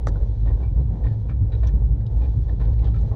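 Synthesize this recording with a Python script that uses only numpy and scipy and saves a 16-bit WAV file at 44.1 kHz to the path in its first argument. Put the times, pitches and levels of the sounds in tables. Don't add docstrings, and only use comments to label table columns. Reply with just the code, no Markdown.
import sys
import numpy as np
from scipy import signal
from scipy.fft import rfft, irfft
from scipy.io import wavfile
from scipy.ndimage import uniform_filter1d

SR = 44100
rng = np.random.default_rng(int(sys.argv[2]) if len(sys.argv) > 2 else 0)


def master_out(mix):
    frames = np.transpose(np.atleast_2d(mix))
    ceiling = np.clip(frames, -1, 1)
    pcm = np.round(ceiling * 32767).astype(np.int16)
    wavfile.write(sys.argv[1], SR, pcm)


N = 138915
T = np.arange(N) / SR

# (frequency [Hz], width [Hz], share [dB])
BOOM_MODES = [(51.37, 5, -2), (58.16, 13.6, -1)]
# (frequency [Hz], width [Hz], share [dB])
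DRONE_MODES = [(106.79, 7.97, 1.5), (96.1, 14, -3.5), (129.6, 26.5, -6.5), (154.5, 29, -22),
               (202.2, 8.7, -21), (285.3, 8.8, -28)]
# (time [s], level [dB])
BOOM_LEVEL = [(0, -25), (.23, -15), (.33, -24), (.53, -13), (.6, -23), (.8, -15.5), (.93, -22.5),
              (.99, -35), (1.06, -11.5), (1.13, -34), (1.27, -25.5), (1.38, -20), (1.53, -22),
              (1.62, -17.5), (1.71, -16), (2.0, -17.5), (2.07, -40.5), (2.15, -15), (2.38, -19.5),
              (2.58, -20), (2.68, -16.5), (2.98, -17.5), (3.15, -24)]
# (time [s], level [dB])
DRONE_LEVEL = [(0.0, -34), (0.18, -22.5), (0.2, -35), (0.28, -25.5), (0.35, -29), (0.46, -26), (0.61, -32),
               (0.67, -26.5), (0.91, -24.5), (0.96, -23.5), (0.98, -33), (1.1, -21.5), (1.17, -25),
               (1.4, -27), (1.43, -14.5), (1.46, -21.5), (1.5, -32.5), (1.57, -23), (1.62, -32),
               (1.65, -25.5), (2.06, -24), (2.1, -32), (2.17, -24.5), (2.27, -34.5), (2.39, -19),
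               (2.43, -30.5), (2.74, -23.5), (2.8, -30), (2.89, -23), (3.15, -25.5)]
BOOM_EDGES_HZ, BOOM_TRIM_DB = (44, 72), 0.18
BOOM_EVEN, DRONE_EVEN = .97, .75

# (frequency [Hz], relative density [dB per Hz])
ROAR_COLOUR = [(12, 8), (30, 8), (70, 15.5), (120, 11), (170, 3), (245, -4.5), (400, -5), (520, -7),
               (620, -14), (900, -15.5), (1080, -26), (1250, -33.5), (1800, -34), (2700, -50.5),
               (6000, -63)]
# (time [s], level [dB])
ROAR_SWELL = [(0, -36.5), (.1, -40.5), (.22, -37.5), (.33, -48), (.53, -38), (.72, -49.5), (.8, -36),
              (.86, -53), (.95, -38), (1.2, -48.5), (1.6, -42.5), (1.95, -47), (2.24, -38.5), (2.44, -49),
              (2.53, -37.5), (2.57, -48), (2.68, -36), (2.78, -43), (2.88, -43.5), (3.15, -39)]
ROAR_DB, SWELL_SHARE, ROAR_WAVER_DB = -32.5, .7, 1.3
TREMBLE_DEPTH = .13

# (time [s], length [s], ringing note [Hz], panel [dB], pane [dB], frame [dB], note [dB])
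RATTLES = [(0.151, 0.0085, 1480, -41, -73.5, -70, -56.5), (0.455, 0.053, 1840, -44, -62, -69, -63),
           (0.592, 0.035, 1503, -47, -65, -71.5, -67.5), (0.627, 0.047, 2300, -47, -69, -78, -65),
           (1.037, 0.042, 1850, -43.5, -57.5, -62, -59.5), (1.095, 0.036, 1760, -53.5, -82, -68, -65.5),
           (1.286, 0.0062, 2270, -43, -50, -68, -56.5), (1.305, 0.0087, 1320, -45, -56.5, -72, -52),
           (1.515, 0.032, 3870, -48.5, -56, -64.5, -60), (1.625, 0.026, 629, -42, -53, -60, -45),
           (1.664, 0.019, 1780, -45.5, -57.5, -57, -62), (2.21, 0.046, 2390, -42, -63, -66.5, -65),
           (2.479, 0.016, 1760, -43, -61, -67, -54.5), (2.596, 0.059, 886, -50.5, -58, -64, -55),
           (2.821, 0.012, 2000, -41.5, -57, -64.5, -56.5), (2.841, 0.042, 3180, -42, -67.5, -61, -64),
           (2.939, 0.026, 1350, -51, -58, -66, -52.5), (3.109, 0.03, 1890, -40, -72, -82, -65.5)]
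# (frequency [Hz], width [Hz], share [dB])
PANEL_MODES = [(291, 39, 2), (414, 230, 2), (583, 160, -6), (796, 130, -3.5), (994, 110, -8)]
# (frequency [Hz], width [Hz], share [dB])
PANE_MODES = [(1530, 330, 9.5), (1790, 190, 9), (2305, 140, 1), (2020, 580, 4.5)]
# (frequency [Hz], width [Hz], share [dB])
FRAME_MODES = [(3160, 640, -1.5), (3600, 1400, 3.5), (3660, 830, 1.5), (4270, 260, -6.5),
               (6300, 400, -11.5)]
CHATTER_PER_S, CHATTER_SPREAD_DB = 600, 3.8
CHATTER_ATTACK_S, CHATTER_RELEASE_S = .004, .012
NOTE_WIDTH_HZ, PANEL_TOP_HZ = 160, 1230

# (time [s], body [dB], click [dB])
KNOCKS = [(0.0701, -31, -46.5), (0.0716, -24, -72), (0.075, -39, -70), (0.0821, -39.5, -62)]
# (frequency [Hz], width [Hz], share [dB])
KNOCK_MODES = [(288, 42, 12.5), (439, 394, 19.5), (760, 460, 11.5), (1083, 310, 10), (1624, 270, 2)]
# (frequency [Hz], width [Hz], share [dB])
CLICK_MODES = [(3780, 1200, 12.5), (4490, 390, 8), (5800, 980, 13.5), (7300, 410, 4), (10400, 1000, -0.5)]
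CONTACT_DB = 24
KNOCK_SCRAPE_DB, CLICK_SCRAPE_DB = -38, -51
SCRAPE_ATTACK_S, SCRAPE_HOLD_S, SCRAPE_RELEASE_S = .002, .017, .006
BODY_TOP_HZ, CLICK_EDGES_HZ = 2170, (3000, 10800)

# (time [s], ringing note [Hz], frame [dB], note [dB])
TICKS = [(1.295, 1410, -74, -45.5), (1.67, 5780, -54.5, -50.5), (2.008, 1560, -67.5, -59.5),
         (2.064, 4530, -54.5, -64), (2.611, 1920, -60, -51), (2.732, 1710, -60, -56.5),
         (2.791, 2380, -57.5, -56.5), (2.871, 1160, -63, -46), (2.987, 3920, -68, -63),
         (3.011, 6140, -86, -61.5)]
TICK_DECAY_S, TICK_WIDTH_HZ, TICK_TOP_HZ = 0.0081, 910, 7260

# (time [s], level [dB])
CLUNKS = [(0.159, -40), (.26, -41), (.456, -44), (0.972, -43.5), (1.627, -37), (1.767, -48.5), (1.815, -38),
          (2.139, -38.5), (2.337, -44), (2.397, -52), (2.595, -31.5), (2.612, -30), (2.825, -34.5)]
CLUNK_DECAY_S = 0.006

# (frequency [Hz], relative density [dB per Hz])
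HISS_COLOUR = [(1500, 3), (2700, -3.5), (3300, 1.5), (3900, 3), (4900, -5), (6000, -4.5), (7200, -11.5),
               (8500, -29), (15000, -30)]
# (time [s], level [dB])
HISS_LEVEL = [(0, -70.5), (.2, -66), (.4, -67), (.7, -69), (.87, -72), (.98, -68), (1.2, -70), (1.45, -74),
              (1.6, -65.5), (1.97, -74), (2.25, -65), (2.55, -69), (2.75, -67), (3, -64.5), (3.15, -68)]
# (frequency [Hz], width [Hz], share [dB])
WHEEL_MODES = [(1850, 70, -7), (2310, 61, -1.5), (3430, 260, -1.5), (4020, 43, 1.5), (4520, 120, -6.5),
               (5750, 210, -5), (6340, 160, -12.5)]
WHEEL_DB, HISS_WAVER_DB = -10, 1.2

TOP_HZ = 15600


def cabin():
    boom = steady(ring(rng.standard_normal(N), BOOM_MODES), BOOM_EVEN) * undb(curve(BOOM_LEVEL))
    drone = steady(ring(rng.standard_normal(N), DRONE_MODES), DRONE_EVEN) * undb(curve(DRONE_LEVEL))
    band = signal.butter(2, BOOM_EDGES_HZ, "band", fs=SR, output="sos")
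    return signal.sosfiltfilt(band, boom, padtype=None) * undb(BOOM_TRIM_DB) + drone


def roar(rumble):
    swell = curve(ROAR_SWELL)
    level_db = ROAR_DB + SWELL_SHARE * (swell - swell.mean()) + ROAR_WAVER_DB * walk(30)
    tremble = 1 + TREMBLE_DEPTH * steady(rumble, 1.0)
    return noise(ROAR_COLOUR) * undb(level_db) * tremble


def rattles():
    chatter = contacts(CHATTER_PER_S)
    notes, forces = 0, np.zeros((3, N))
    for start, length, note_hz, *part_dbs, note_db in RATTLES:
        shake = burst(start, length, CHATTER_ATTACK_S, CHATTER_RELEASE_S)
        forces = forces + undb(part_dbs)[:, None] * shake
        notes = notes + undb(note_db) * ring(shake * chatter, [(note_hz, NOTE_WIDTH_HZ, 0)])
    on_panel, on_pane, on_frame = forces
    pane = ring(on_pane * chatter, PANE_MODES)
    frame = ring(on_frame * contacts(CHATTER_PER_S), FRAME_MODES)
    return notes + pane + frame + panel(on_panel * contacts(CHATTER_PER_S))


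def knock():
    body = strike([(s, db) for s, db, _ in KNOCKS], KNOCK_MODES, KNOCK_SCRAPE_DB)
    click = strike([(s, db) for s, _, db in KNOCKS], CLICK_MODES, CLICK_SCRAPE_DB)
    band = signal.butter(6, CLICK_EDGES_HZ, "band", fs=SR, output="sos")
    return lowpass(body, BODY_TOP_HZ) + signal.sosfilt(band, click)


def ticks():
    out = 0
    for start, note_hz, frame_db, note_db in TICKS:
        tap = fade(start, TICK_DECAY_S) * rng.standard_normal(N)
        frame = undb(frame_db) * ring(tap, FRAME_MODES)
        note = undb(note_db) * ring(tap, [(note_hz, TICK_WIDTH_HZ, 0)])
        out = out + frame + note
    return lowpass(out, TICK_TOP_HZ)


def clunks():
    force = sum(undb(db) * fade(start, CLUNK_DECAY_S) for start, db in CLUNKS)
    return panel(force * rng.standard_normal(N))


def hiss():
    ringing = undb(WHEEL_DB) * ring(rng.standard_normal(N), WHEEL_MODES)
    level_db = curve(HISS_LEVEL) + HISS_WAVER_DB * walk(27)
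    return (noise(HISS_COLOUR) + ringing) * undb(level_db)


def panel(force):
    return lowpass(ring(force, PANEL_MODES), PANEL_TOP_HZ)


def strike(hits, modes, scrape_db):
    push = np.zeros(N)
    for start, db in hits:
        push[int(start * SR)] += undb(db + CONTACT_DB)
    scrape = undb(scrape_db) * burst(hits[0][0], SCRAPE_HOLD_S, SCRAPE_ATTACK_S, SCRAPE_RELEASE_S)
    return ring(push + scrape * rng.standard_normal(N), modes)


def contacts(per_s):
    hit = rng.random(N) < per_s / SR
    sign = rng.choice([-1, 1], N)
    size = undb(CHATTER_SPREAD_DB * rng.standard_normal(N))
    return unit(hit * sign * size)


def ring(x, modes):
    s = 2j * np.pi * np.arange(N + 1) / 2 / N * SR
    body = 0
    for hz, width_hz, db in modes:
        w, b = 2 * np.pi * hz, 2 * np.pi * width_hz
        one_pass = b * s / (s * s + b * s + w * w)
        body = body + undb(db) / np.sqrt(width_hz) * one_pass ** 2
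    gain = body / np.sqrt(np.mean(abs(body) ** 2))
    return irfft(rfft(x, 2 * N) * gain)[:N]


def noise(points):
    hz, db = np.array(points).T
    f = np.maximum(np.arange(N // 2 + 1) * SR / N, 1)
    colour = undb(np.interp(np.log(f), np.log(hz), db))
    return unit(irfft(rfft(rng.standard_normal(N)) * colour, N))


def walk(rate):
    k = int(SR / rate)
    once = uniform_filter1d(rng.standard_normal(N), k, mode="wrap")
    return unit(uniform_filter1d(once, k, mode="wrap"))


def steady(x, share):
    power = uniform_filter1d(abs(signal.hilbert(x)) ** 2, size=3500)
    return unit(x / power ** (np.clip(share, 0, 1) / 2))


def burst(start, length, attack_s, release_s):
    attack = np.clip((T - start) / attack_s, 0, 1)
    return attack * np.exp(-np.maximum(T - start - length, 0) / release_s)


def fade(start, decay_s):
    return (T >= start) * np.exp(-abs(T - start) / decay_s)


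def lowpass(x, hz):
    return signal.sosfilt(signal.butter(6, hz, fs=SR, output="sos"), x)


def curve(rows):
    return np.interp(T, *np.array(rows).T)


def unit(x):
    return x / np.sqrt(np.mean(x ** 2))


def undb(db):
    return 10 ** (np.asarray(db) / 20)


def scene():
    rumble = cabin()
    mix = rumble + roar(rumble) + rattles() + knock() + ticks() + clunks() + hiss()
    return mix[None]


def record(dry):
    top_cut = signal.ellip(8, .2, 70, TOP_HZ, fs=SR, output="sos")
    return signal.sosfilt(top_cut, dry)


dry = scene()
out = record(dry)
master_out(out)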